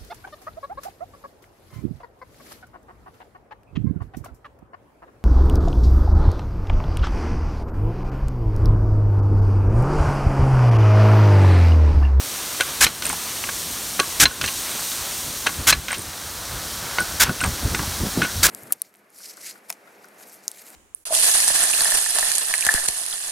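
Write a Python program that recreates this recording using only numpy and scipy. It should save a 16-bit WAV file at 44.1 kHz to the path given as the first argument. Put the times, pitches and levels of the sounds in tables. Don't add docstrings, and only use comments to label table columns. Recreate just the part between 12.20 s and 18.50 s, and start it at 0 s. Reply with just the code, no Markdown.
import sys
import numpy as np
from scipy import signal
from scipy.fft import rfft, irfft
from scipy.io import wavfile
from scipy.ndimage import uniform_filter1d, minimum_filter1d

SR = 44100
rng = np.random.default_rng(int(sys.argv[2]) if len(sys.argv) > 2 else 0)


def store_pcm(level_fs):
    pcm = np.round(np.clip(level_fs, -1, 1) * 32767).astype(np.int16)
    wavfile.write(sys.argv[1], SR, np.atleast_2d(pcm).T)


def convert_level_to_amplitude(level_db):
    exponent = np.asarray(level_db, float) / 20
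    return 10 ** exponent


N = 277830
T = np.arange(N) / SR

CROSS_S = 3.05, 4.4

# (time [s], level [dB])
JET_LEVEL = [(0, -30), (.4, -30), (1.2, -30), (2.0, -30), (2.6, -28), (3.2, -31), (3.45, -32),
             (3.75, -35.5), (4.15, -34), (4.6, -31.5), (5.8, -30.5), (6.3, -31)]
# (frequency [Hz], density [dB per Hz])
HISS_TONE = [
    [(1760, -46), (3000, -9), (3480, -5.5), (4470, -1), (4860, -3.5), (5840, 1), (7560, -2), (8950, 0.5), (9730, -1), (10600, -6.5), (12100, -2.5), (14300, -6.5), (15100, -6), (16000, -15)],
    [(1760, -18), (3000, -8), (3200, -5.5), (3650, -7), (3970, -4), (4470, -3), (4860, -5), (5710, -2), (7250, -6), (8950, -5.5), (9730, -6), (10600, -8.5), (14900, -9), (16000, -16)],
]
# (frequency [Hz], density [dB per Hz])
ROAR_TONE = [
    [(120, -26), (200, -7), (352, -2), (512, -2), (692, -0.5), (911, -2), (1020, 1), (1910, -2), (4000, -2), (5200, -18), (8800, -120)],
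    [(180, -17), (300, -5), (463, -5), (494, -2), (600, -1.5), (946, -1), (1520, 0.5), (2950, -11), (4000, -5.5), (5200, -33), (8800, -120)],
]
ROAR_DB = -5, -4
NEAR_DB, ROAR_LOSS = -29.5, 1.25
GAP_S = 0.224

# (time [s], rumble level [dB])
BREEZE = [(0, -47.5), (1.2, -46), (2.6, -46.5), (3.3, -43.5), (4.0, -45), (4.4, -37.5), (4.9, -42.5),
          (5.5, -34), (6.3, -41)]
# (time [s], rumble level [dB], flutter against rumble [dB], half length [s])
GUSTS = [(.89, -47, 8, .04), (2.25, -35, 4, .03), (2.807, -45, -20, 0.027), (3.08, -35, -19, 0.028),
         (3.403, -29, -12.5, .025), (3.577, -32, -9, .025), (3.79, -42, 3, .025), (3.883, -39, -10, .02),
         (4.36, -41, -12, 0.035), (4.819, -27, -9, 0.018), (4.927, -37, -13, 0.022),
         (5.101, -27, 2.5, 0.021), (5.24, -36.5, 9.5, 0.013), (5.282, -25, -6, 0.036),
         (5.461, -27, -1.5, 0.031), (5.542, -30.5, 0.1, 0.027), (5.612, -32, -3, 0.026),
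         (5.68, -35, -22, .02), (5.816, -27.5, -6.5, 0.022), (5.851, -35.5, 8.5, 0.027),
         (5.992, -34, 11, 0.031), (6.037, -34, 5, 0.021), (6.16, -31, -15, .025),
         (6.226, -29.5, -11, 0.034)]
# (time [s], peak level [dB], frequency [Hz])
POPS = [(3.41, -21, 61.9), (5.094, -9.5, 185), (5.103, -19, 145), (5.264, -11, 93), (5.28, -16, 117),
        (5.434, -17, 63), (5.451, -6, 94), (5.499, -19, 64.6), (5.524, -15, 61.9), (5.615, -25, 61.4),
        (5.834, -13.5, 171), (5.974, -4.5, 292)]
# (frequency [Hz], density [dB per Hz])
RUMBLE_TONE = [(20, -34), (33, -2), (50, 3), (90, 2), (140, -5.5), (250, -21)]
# (frequency [Hz], density [dB per Hz])
FLUTTER_TONE = [(100, -12.5), (170, -3), (300, -6), (500, -14), (1000, -23.5)]
FLUTTER_DB = 1.5
SHUDDER_DB, SHUDDER_S = -29.5, 0.034

# (time [s], peak level [dB], crack centre [Hz], scrape length [s], stop ring level [dB])
KNOCKS = [(0.401, -12, 1510, 0.0041, -34), (.407, -6, 3000, .011, -34), (1.794, -8.5, 1400, .006, -17.5),
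          (1.799, -1.5, 3170, 0.0044, -15), (3.262, -17, 1170, 0.0099, -24),
          (3.267, -4.5, 2680, .008, -22.5), (3.29, -21, 1500, .012, -27), (4.785, -5, 2100, 0.0024, -38),
          (4.795, -18, 1300, 0.0033, -36), (6.018, -7, 2300, 0.005, -36), (6.03, -15.5, 2500, .017, -36)]
# (frequency [Hz], density [dB per Hz])
THUD_TONE = [(150, -18), (280, -1), (600, 0), (900, -19)]
THUD_DB = -18
# (frequency [Hz], level [dB], t60 [s])
STOP_MODES = [(1128, -1, 0.086), (4100, -5, 0.064), (6230, -7, .04)]
# (frequency [Hz], level [dB], t60 [s])
ARM_MODES = [(1113, 1.5, 0.13), (1677, 4, 0.061), (2200, -6, 0.062), (2790, 4.5, 0.02), (3200, 2.5, 0.019),
             (4500, 3, 0.016), (6350, 4, 0.038)]
# (time [s], ring level [dB])
PINGS = [(.407, -16.5), (.666, -25), (.823, -29), (1.291, -37), (1.803, -22), (2.054, -17.5), (2.11, -30.5),
         (2.213, -27.5), (3.267, -19), (3.526, -26), (3.687, -30), (3.709, -24), (4.784, -11.5),
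         (4.806, -16.5), (5.093, -21.5), (5.214, -17), (5.236, -28), (5.547, -26), (6.019, -12),
         (6.047, -15)]
# (frequency [Hz], level [dB], t60 [s])
BEAM_MODES = [(1479, 0.5, 0.092), (1600, -7, 0.044)]
# (time [s], peak level [dB], frequency [Hz])
TICKS = [(0.408, -15, 9200), (0.8545, -12, 8850), (0.8667, -10, 8800), (0.893, -12, 8880),
         (0.9153, -19, 8890), (0.9284, -17, 9170), (1.799, -9, 9300), (3.27, -14, 9150), (3.541, -21, 8800),
         (3.718, -16.5, 8740), (3.7294, -18, 9000), (3.7824, -18, 9000), (3.793, -21, 8950),
         (3.8197, -23, 8800), (4.804, -13.5, 8800), (5.2125, -15, 8700), (5.2416, -10.5, 8550),
         (5.2604, -18, 8730), (5.2884, -23, 8300), (5.555, -19, 8400), (6.0407, -18, 8900)]

# (time [s], level [dB], drip tail level [dB], spoon ring level [dB], change of the
# jet's level after it [dB])
CUTS = [
    (0.609, -1, -7, -20.5, -4.5),
    (2.001, 1.5, -16.5, -17.5, -5),
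    (3.471, -2.5, -6, -17, -3),
    (5, -4.5, -7.5, -19, -2),
    (6.231, -2.5, -11, -20.5, 2.5),
]
# (frequency [Hz], density [dB per Hz])
SPRAY_TONE = [(88, -43), (150, -23.5), (905, -10.5), (1630, -11), (1940, -10.5), (2220, -3.5), (2870, -10),
              (3350, -4), (4860, -6), (6510, -3.5), (10600, -8.5), (14200, -14), (16000, -25)]
SPOON_HZ, SPOON_WIDTH_HZ = 1600, 370
CUT_S = 0.037

# (time [s], peak level [dB], hub ring level [dB])
CLACKS = [
    (.666, -5, -13),
    (2.055, -0.5, -3),
    (3.526, 0, -6),
    (5.547, -8, -26),
]
CLACK_HZ, CLACK_S = 2300, 0.0048
# (frequency [Hz], level [dB], t60 [s])
HUB_MODES = [(4094, -1.5, 0.048), (4190, -5.5, 0.032)]
# (time [s], peak level [dB], crack centre [Hz], scrape length [s])
RATTLES = [(.823, -11, 3090, .0035), (0.852, -19, 2810, 0.022), (0.871, -23, 1000, .008),
           (0.9, -14.5, 1700, .0077), (0.928, -19.5, 885, 0.016), (1.239, -12.5, 2300, .0045),
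           (1.27, -24, 2500, .008), (1.29, -14, 1600, 0.0075), (1.832, -20, 1300, .005),
           (2.213, -9.5, 3320, .0072), (2.241, -11.5, 2250, 0.01), (2.261, -12.5, 6000, .004),
           (2.277, -14.5, 3470, 0.011), (2.287, -14, 2500, 0.0049), (2.716, -17, 4500, 0.0076),
           (3.683, -15, 3000, 0.009), (3.705, -17.5, 2000, 0.025), (3.729, -13.5, 2200, 0.0076),
           (3.742, -18, 3000, .015), (5.023, -5, 2200, 0.0044), (5.067, -20, 1490, .03),
           (5.094, -13.5, 1480, .005), (5.205, -15, 2900, .0068), (5.213, -19, 2500, .004),
           (5.237, -8, 1850, 0.0049), (5.246, -15.5, 1160, 0.025), (5.593, -12, 1280, 0.0036),
           (5.63, -20, 980, .006), (6.047, -16, 2300, .01), (6.288, -13, 985, .0039)]

TREBLE_PATCHES_PER_S, TREBLE_PATCH_DB = 6.5, -2.5


def colour(x, spectrum):
    hz, db = np.transpose(spectrum)
    f = np.maximum(np.fft.rfftfreq(len(x), 1 / SR), 1)
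    gain_db = np.interp(np.log(f), np.log(hz), db, left=-80, right=-80)
    y = irfft(rfft(x) * convert_level_to_amplitude(gain_db), len(x))
    return y / np.std(y)


def level_curve(table):
    s, db = np.transpose(table)
    return np.interp(T, s, db)


def crossing():
    return np.interp(T, CROSS_S, [0, 1])


def walk(rate):
    k = max(int(SR / rate), 1)
    steps = np.repeat(rng.standard_normal(N // k + 1), k)
    w = uniform_filter1d(uniform_filter1d(steps, k), k)[:N]
    return w / np.std(w)


def patter(rate, spread_db):
    return rng.standard_normal(N) * convert_level_to_amplitude(spread_db * walk(rate))


def add(out, s, x):
    i = int(s * SR)
    out[i:i + len(x)] += x[:N - i]


def ring(x, hz, t60):
    pole = np.exp(2j * np.pi * hz / SR - np.log(1000) / (t60 * SR))
    y = signal.lfilter([1], [1, -pole], x).imag
    return y / np.max(np.abs(y))


def peal(db, modes):
    t = T[:SR // 8]
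    out = np.zeros(len(t))
    for hz, mode_db, t60 in modes:
        moment = .0005 + .001 * rng.random()
        tap = np.exp(-((t - moment) * hz * 4) ** 2)
        out += convert_level_to_amplitude(db + mode_db) * ring(tap, hz, t60)
    return out


def blow(out, s, db, hz, length, ring_db=-60., modes=()):
    t, length = T[:SR // 8], max(length, 5e-4)
    roughness = np.repeat(rng.standard_normal(len(t) // 40 + 1), 40)[:len(t)]
    grit = rng.standard_normal(len(t)) * convert_level_to_amplitude(1.8 * roughness)
    scrape = grit * (1 - np.exp(-t / .0003)) * np.exp(-(t / length) ** 1.5)
    clatter = scrape + convert_level_to_amplitude(-11) * grit * np.exp(-t / .012)
    crack = colour(clatter, [(hz / 5, -19), (hz / 1.3, -3), (hz, 0), (hz * 1.32, -4), (hz * 4.5, -22)])
    crack = crack * (t < .1)
    chance = rng.uniform(-0.82, 1, (len(ARM_MODES), 2))
    body = np.zeros(len(t))
    for (f, mode_db, t60), (strength, detune) in zip(ARM_MODES, chance):
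        body_db = mode_db + 3.5 * strength - 18.0 - 7.3 * abs(np.log2(f / hz))
        body += convert_level_to_amplitude(body_db) * ring(scrape, f * (1 + 0.047 * detune), t60)
    crack = crack / np.std(crack[:int(length * SR)]) / 3
    add(out, s - .0005, convert_level_to_amplitude(db - 1.5) * (crack + body) + peal(ring_db, modes))


def jet():
    hiss_db = level_curve(JET_LEVEL)
    roar_db = np.interp(T, CROSS_S, ROAR_DB) - ROAR_LOSS * np.maximum(hiss_db - NEAR_DB, 0)
    after_db = np.zeros(N)
    for s, *_, gap_db in CUTS:
        since = T - s
        refill = 0.11 * np.exp(-np.abs(since - GAP_S) / 0.024)
        after_db += gap_db * (since > 0) * np.where(since < GAP_S, 1, refill)
    after_db = uniform_filter1d(after_db, size=400)
    turn = crossing()
    hiss_noise, roar_noise = patter(1500, 0.95), patter(300, 0.54)
    hiss = (1 - turn) * colour(hiss_noise, HISS_TONE[0]) + turn * colour(hiss_noise, HISS_TONE[1])
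    roar = (1 - turn) * colour(roar_noise, ROAR_TONE[0]) + turn * colour(roar_noise, ROAR_TONE[1])
    hiss = hiss * convert_level_to_amplitude(hiss_db + after_db + .45 * walk(14))
    roar = roar * convert_level_to_amplitude(hiss_db + roar_db + after_db + .9 * walk(11))
    return hiss + roar


def wind():
    rumble = convert_level_to_amplitude(level_curve(BREEZE))
    flutter = rumble * convert_level_to_amplitude(FLUTTER_DB - 7.1 * crossing())
    shudders = [(s + CUT_S, db + SHUDDER_DB, -3.0, SHUDDER_S) for s, db, *_ in CUTS]
    for s, db, flutter_db, half in list(GUSTS) + shudders:
        swell = convert_level_to_amplitude(db) * np.exp(-((T - s) / half) ** 2)
        rumble = rumble + swell
        flutter = flutter + convert_level_to_amplitude(flutter_db) * swell
    out = colour(rng.standard_normal(N), RUMBLE_TONE) * rumble * convert_level_to_amplitude(-2.0 + 1.7 * walk(18))
    out += colour(rng.standard_normal(N), FLUTTER_TONE) * flutter * convert_level_to_amplitude(-1.5 + 1.8 * walk(30))
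    t = T[:SR // 10]
    for s, db, hz in POPS:
        swell = np.exp(-t * hz / 1.1) * (1 - np.exp(-t * hz / 0.094))
        add(out, s, convert_level_to_amplitude(db - 4.0) * np.sin(2 * np.pi * hz * t) * swell)
    return out


def knocks():
    out, t = np.zeros(N), T[:SR // 8]
    for s, db, hz, length, stop_db in KNOCKS:
        blow(out, s, db, hz, length, stop_db, STOP_MODES)
        thud = colour(rng.standard_normal(len(t)), THUD_TONE)
        thud = thud * (1 - np.exp(-t / 0.0015)) * np.exp(-t / .008)
        add(out, s, convert_level_to_amplitude(db + THUD_DB) * thud)
    return out


def pings():
    out = np.zeros(N)
    for s, db in PINGS:
        add(out, s - .0005, peal(db, BEAM_MODES))
    return out


def ticks():
    out, t = np.zeros(N), T[:SR // 40]
    for s, db, hz in TICKS:
        tap = rng.standard_normal(len(t)) * t * np.exp(-t / 0.00053)
        edge = colour(tap, [(.5 * hz, -20), (.78 * hz, 0), (1.1 * hz, -3), (1.3 * hz, -20)])
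        blip = ring(tap, hz, .011) + convert_level_to_amplitude(-15) * edge / np.max(edge)
        add(out, s - .0005, convert_level_to_amplitude(db) * blip)
    return out


def splashes():
    burst, drips, hum, t = np.zeros(N), np.zeros(N), np.zeros(N), T[:SR // 5]
    rise = np.clip(t / 0.0064, 0, 1) ** 2
    after = np.maximum(t - .005 - CUT_S, 0)
    for s, db, tail_db, ring_db, _ in CUTS:
        add(burst, s - .005, convert_level_to_amplitude(db - 9) * rise * np.exp(-after / .003))
        add(drips, s - .005, convert_level_to_amplitude(db - 9 + tail_db) * rise * np.exp(-after / .022))
        add(hum, s - .005, convert_level_to_amplitude(db + ring_db) * rise * np.exp(-after / 0.0038))
    spray = colour(patter(1800, 0.58), SPRAY_TONE) * convert_level_to_amplitude(2.0 * walk(200))
    turn = crossing()
    middle = signal.butter(1, [2400, 4000], "bandpass", fs=SR, output="sos")
    spray -= 0.33 * turn * signal.sosfiltfilt(middle, spray)
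    mist = colour(patter(1800, .9), [(11000, -5), (14500, 0), (16500, -4)])
    spray += convert_level_to_amplitude(-10) * turn * mist
    dull = colour(patter(530, 2.2), [(300, -14), (1500, 9.5), (5000, 3), (15000, -8)])
    spoon_tone = [(SPOON_HZ - SPOON_WIDTH_HZ, -14), (SPOON_HZ, 0), (SPOON_HZ + SPOON_WIDTH_HZ, -14)]
    spoon = colour(rng.standard_normal(N), spoon_tone)
    return burst * spray + drips * dull + hum * spoon


def clacks():
    out = np.zeros(N)
    for s, db, hub_db in CLACKS:
        blow(out, s, db, CLACK_HZ, CLACK_S, hub_db, HUB_MODES)
    return out


def rattles():
    out = np.zeros(N)
    for s, db, hz, length in RATTLES:
        blow(out, s, db, hz, length)
    return out


def scene():
    water = jet() + splashes()
    metal = knocks() + pings() + ticks() + clacks() + rattles()
    mono = water + metal + wind()
    return np.array([mono, mono])


def treble_patches(mono):
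    side, window = np.zeros(N), np.hanning(2048) ** .5
    for when, pitch, width in rng.random((int(TREBLE_PATCHES_PER_S * N / SR), 3)):
        i, hz = int(when * (N - 2048)), 5500 + 9500 * pitch
        half_hz = 800 + 600 * width
        noise = colour(rng.standard_normal(2048), [(hz - half_hz, 0), (hz + half_hz, 0)])
        loudness = min(np.median(np.abs(mono[i:i + 2048])), .02)
        share = np.sqrt(2 * half_hz / 11000) * loudness
        side[i:i + 2048] += convert_level_to_amplitude(TREBLE_PATCH_DB) * share * window * noise
    return side


def roll_off(x):
    return signal.sosfilt(signal.butter(12, 16510, fs=SR, output="sos"), x)


def record(dry):
    peak = -minimum_filter1d(-np.abs(dry[0]), size=65)
    held = dry * uniform_filter1d(np.minimum(1, .86 / (peak + 1e-9)), size=33)
    held = signal.sosfilt(signal.ellip(8, .2, 60, 15800, fs=SR, output="sos"), held)
    held = signal.sosfilt(signal.butter(2, 36, "highpass", fs=SR, output="sos"), held)
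    side = treble_patches(held[0])
    return roll_off(held + np.array([side, -side]))


dry = scene()
out = record(dry)
store_pcm(out)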